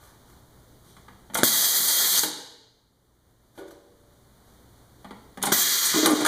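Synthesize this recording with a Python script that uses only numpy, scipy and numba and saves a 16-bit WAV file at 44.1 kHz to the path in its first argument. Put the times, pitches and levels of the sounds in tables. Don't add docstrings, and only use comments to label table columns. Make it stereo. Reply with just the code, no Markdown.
import sys
import numpy as np
from scipy import signal
from scipy.fft import rfft, irfft, next_fast_len
from scipy.io import wavfile
from scipy.ndimage import uniform_filter1d
from numba import njit

SR = 44100
rng = np.random.default_rng(int(sys.argv[2]) if len(sys.argv) > 2 else 0)


def waveform_to_disk(signal):
    frames = np.transpose(np.atleast_2d(signal))
    scaled = np.clip(frames, -1, 1) * 32767
    samples = np.round(scaled).astype(np.int16)
    wavfile.write(sys.argv[1], SR, samples)


N = 276507
TIME = np.arange(N) / SR
NFFT = next_fast_len(N + SR)
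FREQ = np.arange(NFFT // 2 + 1) * SR / NFFT + 1e-9


def undb(db):
    return 10 ** (np.asarray(db) / 20)


def unit(x):
    return x / np.sqrt(np.mean(x ** 2))


def along(points, hz=FREQ):
    f, value = np.transpose(points)
    return np.interp(np.log(hz), np.log(f), value)


def shape(x, response):
    return irfft(rfft(x, NFFT) * response, NFFT)[..., :N]


def noise(colour):
    return unit(shape(rng.standard_normal(N), undb(along(colour))))


def resonances(rows):
    return sum(undb(db) / (1 + 1j * hz / width * (FREQ / hz - hz / FREQ)) for hz, width, db in rows)


def waver(rate_hz):
    step = int(SR / rate_hz)
    held = np.repeat(rng.standard_normal(N // step + 1), step)
    return unit(uniform_filter1d(held, step)[:N])


def fade(t, t60):
    return (t >= 0) * np.exp(-np.log(1000) * np.clip(t / t60, 0, 10))


def gate(start, length, attack_s, t60_s):
    return np.clip((TIME - start) / attack_s, 0, 1) * fade(np.maximum(TIME - start - length, 0), t60_s)


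def swells(rows):
    return sum(undb(db) * np.where(TIME < s, np.exp(-np.minimum(abs(TIME - s) / rise, 20)),
                                   fade(TIME - s, t60)) for s, db, rise, t60 in rows)


def diffuse(alike_hz, likeness):
    alike = likeness / (1 + (FREQ / alike_hz) ** 2)
    mid, side = (shape(rng.standard_normal(N), np.sqrt((1 + sign * alike) / 2)) for sign in (1, -1))
    return np.array([mid + side, mid - side])


# f/Hz, level/dB
CLACK_SPECTRUM = [(30, -58), (110, -23), (250, -5), (500, -2.5), (850, 0), (1500, -9), (2200, -5),
                  (3500, -10), (6000, -33), (12000, -43)]
TICK_SPECTRUM = [(1200, -20), (3400, 2), (6000, -3.5), (10000, -1), (15500, -14.5)]

def blows(rows, modes, detune):
    clack, tick, ring = np.zeros((3, N))
    t = TIME[:SR]
    hz, mode_db, mode_t60 = np.transpose(modes)[:, :, None]
    decays = undb(mode_db) * fade(t, mode_t60) / np.sqrt(np.sum(undb(mode_db) ** 2) / 2)
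    signs = (-1) ** np.arange(len(hz))[:, None]
    for s, clack_db, ring_db, tick_db, t60 in rows:
        clack += undb(clack_db) * fade(TIME - s, t60)
        tick += undb(tick_db) * fade(TIME - s, 0.54 * t60)
        struck_hz = hz * (1 + detune * rng.standard_normal(hz.shape))
        tone = np.sum(signs * decays * np.sin(2 * np.pi * struck_hz * t), axis=0)
        start = int(s * SR)
        ring[start:start + SR] += undb(ring_db) * tone[:N - start]
    return clack * noise(CLACK_SPECTRUM) + tick * noise(TICK_SPECTRUM), ring


# f/Hz, level/dB
SHOP_SPECTRUM = [(25, -5.5), (60, 1), (120, -2.5), (200, -4.5), (400, -7), (800, -14), (1600, -21.5),
                 (4000, -23), (7000, -26), (9500, -25), (15500, -28.5)]
HUM_TONES = [(59.2, -67.5), (118.4, -63), (14998, -80)]

def shop():
    rumble = unit(shape(diffuse(alike_hz=400, likeness=0.26), undb(along(SHOP_SPECTRUM))))
    rumble *= undb(-52.5 + 0.49 * waver(12))
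    hum = sum(undb(db + 2 * waver(3.4)) * np.sqrt(2) * np.sin(2 * np.pi * hz * TIME)
              for hz, db in HUM_TONES)
    return (rumble + hum) * undb([[-1], [.7]])


# t/s, level/dB, rise/s, t60/s
RUSTLES_AND_PUFF = [(.05, -52, 0.07, 0.53), (.3, -56, 0.034, .3), (.85, -59.5, 0.008, 0.59),
                    (3.558, -56, 0.0091, 0.14), (3.588, -41.5, 0.017, 0.15), (3.684, -42.5, 0.0085, 0.027),
                    (3.71, -37, 0.0024, 0.048), (4.48, -59.5, 0.06, 0.32)]
# f/Hz, level/dB
RUSTLE_SPECTRUM = [(200, 0), (900, 5), (2000, -0.5), (4000, -1.5), (8000, -4), (12000, -0.5), (15500, -9.5)]

def film_and_leak(crinkle_db):
    grains = unit(undb(crinkle_db * waver(500)))
    return swells(RUSTLES_AND_PUFF) * grains * noise(RUSTLE_SPECTRUM)


# t/s, spit/dB, rise/s, t60/s, whistle f/Hz, whistle/dB
AIR_SPURTS = [(.9, -54.5, .04, .4, 4100, -58), (1.882, -3, 0.0041, .18, 8600, -19),
              (2.165, -24, .06, .1, 4363, -9), (2.237, -11, .001, 0.17, 10530, -17),
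              (5.861, -15, 0.011, 0.12, 8240, -11), (6.061, -0.5, 0.00064, 0.08, 9500, -6),
              (6.11, -16, 0.0079, 0.034, 10100, -9)]
# nominal lead/s, level/dB, rise/s, t60/s
SPOOL_SPITS = [(.0873, -14, 0.00071, 0.05), (.059, -16.5, 0.0023, .07)]
# f/Hz, level/dB
SPIT_SPECTRUM = [(500, -30), (2500, -10.5), (4000, -8), (6500, -4), (9000, 2.5), (12500, -2.5),
                 (15500, -9.5)]

def spurts(width_hz):
    spool = [(s, db + gain_db, rise, t60) for s, gain_db, (db, rise, t60) in before_strokes(SPOOL_SPITS)]
    spit = swells(spool + [row[:4] for row in AIR_SPURTS]) * noise(SPIT_SPECTRUM)
    air = rng.standard_normal(N)
    whistles = sum(swells([(s, db, rise, t60)]) * unit(shape(air, resonances([(hz, width_hz, 0)]) ** 2))
                   for s, _, rise, t60, hz, db in AIR_SPURTS)
    return spit + whistles


# t/s, clack/dB, ring/dB, tick/dB, clack t60/s
VALVE_CLICKS = [(.966, -45, -51, -51, 0.076), (1.082, -41, -49, -56, 0.083), (1.125, -60, -56, -68, 0.054),
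                (1.2995, -40, -43, -69, 0.048), (5.045, -37.5, -39.5, -51, 0.073),
                (5.1085, -35, -39.5, -47.5, 0.055), (5.3738, -31.5, -35, -38.5, 0.047)]
# f/Hz, level/dB, t60/s
HOUSING_MODES = [(149, -9.5, .16), (200, -0.5, 0.16), (263, -3, 0.19), (590, -6.5, .07), (730, -5, .06),
                 (790, -5.5, 0.09), (875, -6, 0.06), (1130, -6.5, 0.06), (1470, -12.5, .06),
                 (1940, -9.5, 0.078)]

def valve_clicks():
    return blows(VALVE_CLICKS, HOUSING_MODES, detune=0.025)


def before_strokes(rows):
    return [(opens - slowness * lead, db, rest)
            for opens, *_, slowness, db in BAR_STROKES for lead, *rest in rows]


# nominal lead/s, clack/dB, ring/dB, tick/dB, clack t60/s
SPOOL_BLOWS = [(.096, -36.5, -45.5, -40.5, 0.077), (.0791, -16, -38.5, -32, .042),
               (.047, -25.5, -30, -28.5, .12)]
# t/s, clack/dB, ring/dB, tick/dB, clack t60/s
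BAR_JOLTS = [(1.4336, -14, -20.5, -5, 0.024), (1.795, -28, -30, -37, 0.073), (2.234, -8, -23, -1, 0.057),
             (5.519, -18.5, -26, -22, 0.067), (5.939, -19, -21, -36, 0.097), (6.0578, -5.5, -19, -14, 0.19),
             (6.207, -14, -21.5, -15.5, 0.25)]
# f/Hz, level/dB, t60/s
FRAME_MODES = [(112, -21.5, .2), (147, -5, 0.36), (213, 1, 0.16), (261, -1, 0.3), (313, -4, 0.15),
               (366, -4.5, 0.15), (443, -8, 0.079), (607, -11.5, 0.12), (814, -12.5, 0.13),
               (1068, -7, 0.23), (1480, -5, 0.07)]

def frame_knocks():
    spool = [(s, clack + db, ring + db, tick + db, t60)
             for s, db, (clack, ring, tick, t60) in before_strokes(SPOOL_BLOWS)]
    return blows(spool + BAR_JOLTS, FRAME_MODES, detune=0.027)


# f/Hz, width/Hz, level/dB
FITTING_RESONANCES = [(3280, 60, 6.5), (3835, 30, -9), (4000, 40, -12.5), (4100, 40, -4.5),
                      (5000, 75, -4.5), (6200, 82, -2), (6330, 40, 1), (10400, 60, -8.5), (12740, 35, -5),
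                      (14332, 56, 0)]

def exhaust(stroke, port, flutter_db, whistle_db, surge_db=0.5, surge_s=0.071):
    opens, length, flow_db, flow_drift, treble_db, treble_drift = stroke[:6]
    age = np.clip(TIME - opens, 0, length)
    level_db = flow_db + flow_drift * age + surge_db * np.exp(-age / surge_s)
    hiss = noise(port)
    whistle = shape(hiss, resonances(FITTING_RESONANCES)) * undb(whistle_db + 6 * waver(12))
    jet = unit(hiss + whistle)
    treble = shape(jet, 1 / (1 + (7500 / FREQ) ** 6))
    top = shape(treble, 1 / (1 + (11000 / FREQ) ** 12))
    bands = (jet - treble, treble - top, top)
    body, sizzle, top = (band * undb(flutter_db * waver(25)) for band in bands)
    jet = body + (sizzle + top) * undb(treble_db + treble_drift * age)
    flow = gate(opens, length, attack_s=.004, t60_s=0.17)
    return jet * flow * undb(level_db + flutter_db * waver(70))


# t/s, length/s, flow/dB, flow drift/(dB/s), treble/dB, treble drift/(dB/s),
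# valve lead factor, valve gain/dB
BAR_STROKES = [(1.4324, 0.8, -6, 1.5, 1, 1, 1, 0.5), (5.518, .8, -8.5, -5, 1.5, -19.5, 1.04, 1.5)]
# f/Hz, level/dB
DOWN_SPECTRUM = [(30, -55), (90, -34.5), (170, -15.5), (500, -13.5), (1200, -15), (2000, -7.5),
                 (2700, -11.5), (3400, -2.5), (4800, 0), (5600, -4.5), (7000, 0.5), (9300, -3), (12000, 1),
                 (14000, 1), (15500, -4)]
UP_SPECTRUM = [(30, -47), (90, -29), (230, -14.5), (700, -21.5), (1700, -8), (3000, -5), (3900, -2.5),
               (5500, -3), (7000, 0), (10000, -5.5), (12000, 1), (15500, -3)]

def exhaust_layer(space):
    down, up = BAR_STROKES
    air = exhaust(down, DOWN_SPECTRUM, flutter_db=1.38, whistle_db=-7)
    air += exhaust(up, UP_SPECTRUM, flutter_db=1.5, whistle_db=-16)
    return place(air, space, scatter_db=7.5, tail_db=1.0, lag_ms=.33)


# f/Hz, level/dB
MIC_SHADOW = [(100, -0.5), (1500, 1.5), (5000, 0.5), (7000, -6.5), (9500, -14), (15000, -12)]

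def pneumatics(space):
    hiss = (exhaust_layer(space) + exhaust_layer(room())) / np.sqrt(2)
    spits = place(spurts(width_hz=3300), space, scatter_db=-2.5, tail_db=-4.0, lag_ms=.33)
    left, right = hiss + spits
    return np.array([shape(left, undb(along(MIC_SHADOW))), right])


# t/s, level/dB, half width/s, pipe ring/dB
PRESSURE_FRONTS = [(1.4336, -3, 0.0006, -7), (5.522, -17.5, 0.00086, -17)]

def pops(pipe_hz, pipe_t60_s, low_cut_hz):
    pressure = np.zeros(N)
    for s, db, width, pipe_db in PRESSURE_FRONTS:
        swing = (s - TIME) / width
        pressure += undb(db) * swing * np.exp(-np.minimum(swing ** 2, 99) / 2)
        age = TIME - s + width
        pressure += undb(pipe_db) * np.sin(2 * np.pi * pipe_hz * age) * fade(age, pipe_t60_s)
    return signal.sosfilt(signal.butter(2, low_cut_hz, "high", fs=SR, output="sos"), pressure)


# t/s, clack/dB, ring/dB, tick/dB, clack t60/s
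LATCH_SNAPS = [(2.1775, -34.5, -3, 7.5, .009), (2.1838, -27.5, 1.5, 3, .01),
               (2.1932, -26.5, 9.5, 8.5, .008), (6.0592, -22, -18, 5, 0.029)]
# f/Hz, level/dB, t60/s
LATCH_MODES = [(4170, -2.5, .009), (4630, 0, .011), (6310, -1.5, .012), (8700, -1.5, .014),
               (10800, -6.5, .009)]

def latch(space):
    crack, ring = blows(LATCH_SNAPS, LATCH_MODES, detune=0.02)
    return place(crack + ring, space, scatter_db=-10, tail_db=-12.5, lag_ms=0.17) * undb([[-6], [0]])


# t/s, length/s, level/dB
GUIDE_RUBS = [(2.24, .065, -27), (5.949, .066, -21), (6.022, 0.032, -17), (6.063, .076, -9.5),
              (6.147, .1, -17)]
# f/Hz, width/Hz, level/dB
GUIDE_RESONANCES = [(324, 67, -3), (422, 33, -2), (604, 30, -13.5), (1087, 30, -10.5)]

def judder(slip_hz, sharp_hz, jitter, rough_db, scrape_db, octave_db, low_cut_hz):
    hz = slip_hz + sharp_hz * np.max([fade(TIME - s, t60=.2) for s, _, _ in GUIDE_RUBS], axis=0)
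    pressure = sum(undb(db) * gate(s, length, attack_s=0.012, t60_s=0.029)
                   for s, length, db in GUIDE_RUBS)
    phase = 2 * np.pi * np.cumsum(hz * (1 + jitter * waver(120))) / SR
    groan = unit(np.sin(phase) + undb(octave_db) * np.sin(2 * phase)) * undb(rough_db * waver(110))
    guide = resonances(GUIDE_RESONANCES) / (1 + (low_cut_hz / FREQ) ** 6)
    scrape = unit(shape(rng.standard_normal(N), guide))
    return (groan + undb(scrape_db) * scrape) * pressure


# t/s, clack/dB, ring/dB, tick/dB, clack t60/s
ROLL_PATS = [(3.577, -37.5, -31, -63, 0.25), (3.683, -49.5, -56, -56, 0.038)]
# f/Hz, level/dB, t60/s
TABLE_MODES = [(284, -5, 0.3), (309.7, -5, 0.36), (338.7, -3, 0.5), (378.5, -2, 0.44), (387, -2, 0.54),
               (405, -8, 0.43), (454, -5.5, 0.6), (481, -10, 0.87), (552, -3.5, 0.31), (575, -5, 0.31),
               (580, -4.5, 0.78), (662, -16, 1), (783, -12, .35), (940, -10, 0.18), (1462, -16, 0.23)]

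def hand_on_roll():
    return blows(ROLL_PATS, TABLE_MODES, detune=0.0042)


# t/s, clack/dB, ring/dB, tick/dB, clack t60/s
STOP_CLANKS = [(6.2495, -9, -6, -2.5, 0.067), (6.262, -3.5, -5.5, -4, 0.27)]
# f/Hz, level/dB, t60/s
STOP_MODES = [(1230, -1, .05), (1406, -2, 0.09), (1492, -4, .05), (1636, -3, .05), (1980, -5, 0.062)]

def top_stop():
    return blows(STOP_CLANKS, STOP_MODES, detune=0.018)


# f/Hz, t60/s
SHOP_DECAY = [(100, 0.25), (400, 1), (1500, 0.65), (4000, 0.84), (7000, 0.55), (11000, 0.58), (15000, 0.1)]

def room():
    field, t = diffuse(alike_hz=1200, likeness=0.76), TIME[:SR]
    centres_hz = np.geomspace(100, 15000, 9)
    hz = np.arange(SR // 2 + 1) + 1e-9
    spectrum = rfft(field[:, :SR])
    tail = np.zeros((2, SR))
    for centre, weights in zip(centres_hz, np.eye(len(centres_hz))):
        band = irfft(spectrum * np.interp(np.log(hz), np.log(centres_hz), weights), SR)
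        tail += band * fade(t - .008, along(SHOP_DECAY, centre))
    scatter = field[:, SR:2 * SR] * fade(t - .001, t60=0.056)
    return [rfft(r / np.sqrt(np.sum(r ** 2) / 2), NFFT) for r in (scatter, tail)]


def place(x, space, scatter_db, tail_db, lag_ms=0):
    direct = np.array([np.exp(-2j * np.pi * FREQ * lag_ms / 1000), np.ones(len(FREQ))])
    near, far = undb(scatter_db), undb(tail_db)
    return shape(x, (direct + near * space[0] + far * space[1]) / np.sqrt(1 + near ** 2 + far ** 2))


def scene():
    space = room()
    knocks, frame_ring = frame_knocks()
    clicks, housing_ring = valve_clicks()
    pats, table_ring = hand_on_roll()
    clanks, stop_ring = top_stop()
    rustle = film_and_leak(crinkle_db=1.5)
    pop = pops(pipe_hz=1630, pipe_t60_s=.008, low_cut_hz=190)
    groan = judder(slip_hz=300.4, sharp_hz=32.4, jitter=.025, rough_db=2,
                   scrape_db=-3.5, octave_db=-23, low_cut_hz=130)
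    impacts = place(knocks + clanks, space, scatter_db=-3.5, tail_db=-2.5, lag_ms=0.013)
    handling = place(clicks + pats + rustle, space, scatter_db=0.5, tail_db=-1.0, lag_ms=0.022)
    ringing = frame_ring + housing_ring + table_ring + stop_ring
    machine = place(ringing, space, scatter_db=-3.5, tail_db=-4.5)
    machine += place(pop, space, scatter_db=-16, tail_db=-17)
    machine += place(groan, space, scatter_db=-9, tail_db=-17.5)
    machine *= undb([[-1], [2.6]])
    return pneumatics(space) + impacts + handling + machine + latch(space) + shop()


@njit
def follow(power, attack, release):
    out, held = np.empty(len(power)), 0.
    for i in range(len(power)):
        held += (power[i] - held) * (attack if power[i] > held else release)
        out[i] = held
    return out


def gain_control(x, threshold_db, attack_s, release_s):
    power = uniform_filter1d(np.mean(x ** 2, axis=0), size=400)
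    held = follow(power, 1 / (attack_s * SR), 1 / (release_s * SR))
    return x / np.sqrt(np.maximum(1, held / undb(threshold_db) ** 2))


# f/Hz, share
MIC_CROSSFEED = [(300, 0.022), (1200, 0.73), (2650, 1), (3950, 0.28), (5300, 0.47), (7000, 0.17),
                 (15000, 0.04)]

def record(dry):
    mic_delay_s, top_hz = 1 / 2634, 15450
    share = np.clip(along(MIC_CROSSFEED), 0, 1)
    norm = np.sqrt(1 + share ** 2)
    delay = np.exp(-2j * np.pi * FREQ * mic_delay_s)
    wide = shape(dry, 1 / norm) - shape(dry[::-1], share / norm * delay)
    levelled = gain_control(wide, threshold_db=-16.5, attack_s=0.011, release_s=0.69)
    lowpass = signal.ellip(10, .2, 70, top_hz, fs=SR, output="sos")
    return signal.sosfilt(lowpass, np.clip(levelled, -1, 1))


dry = scene()
out = record(dry)
waveform_to_disk(out)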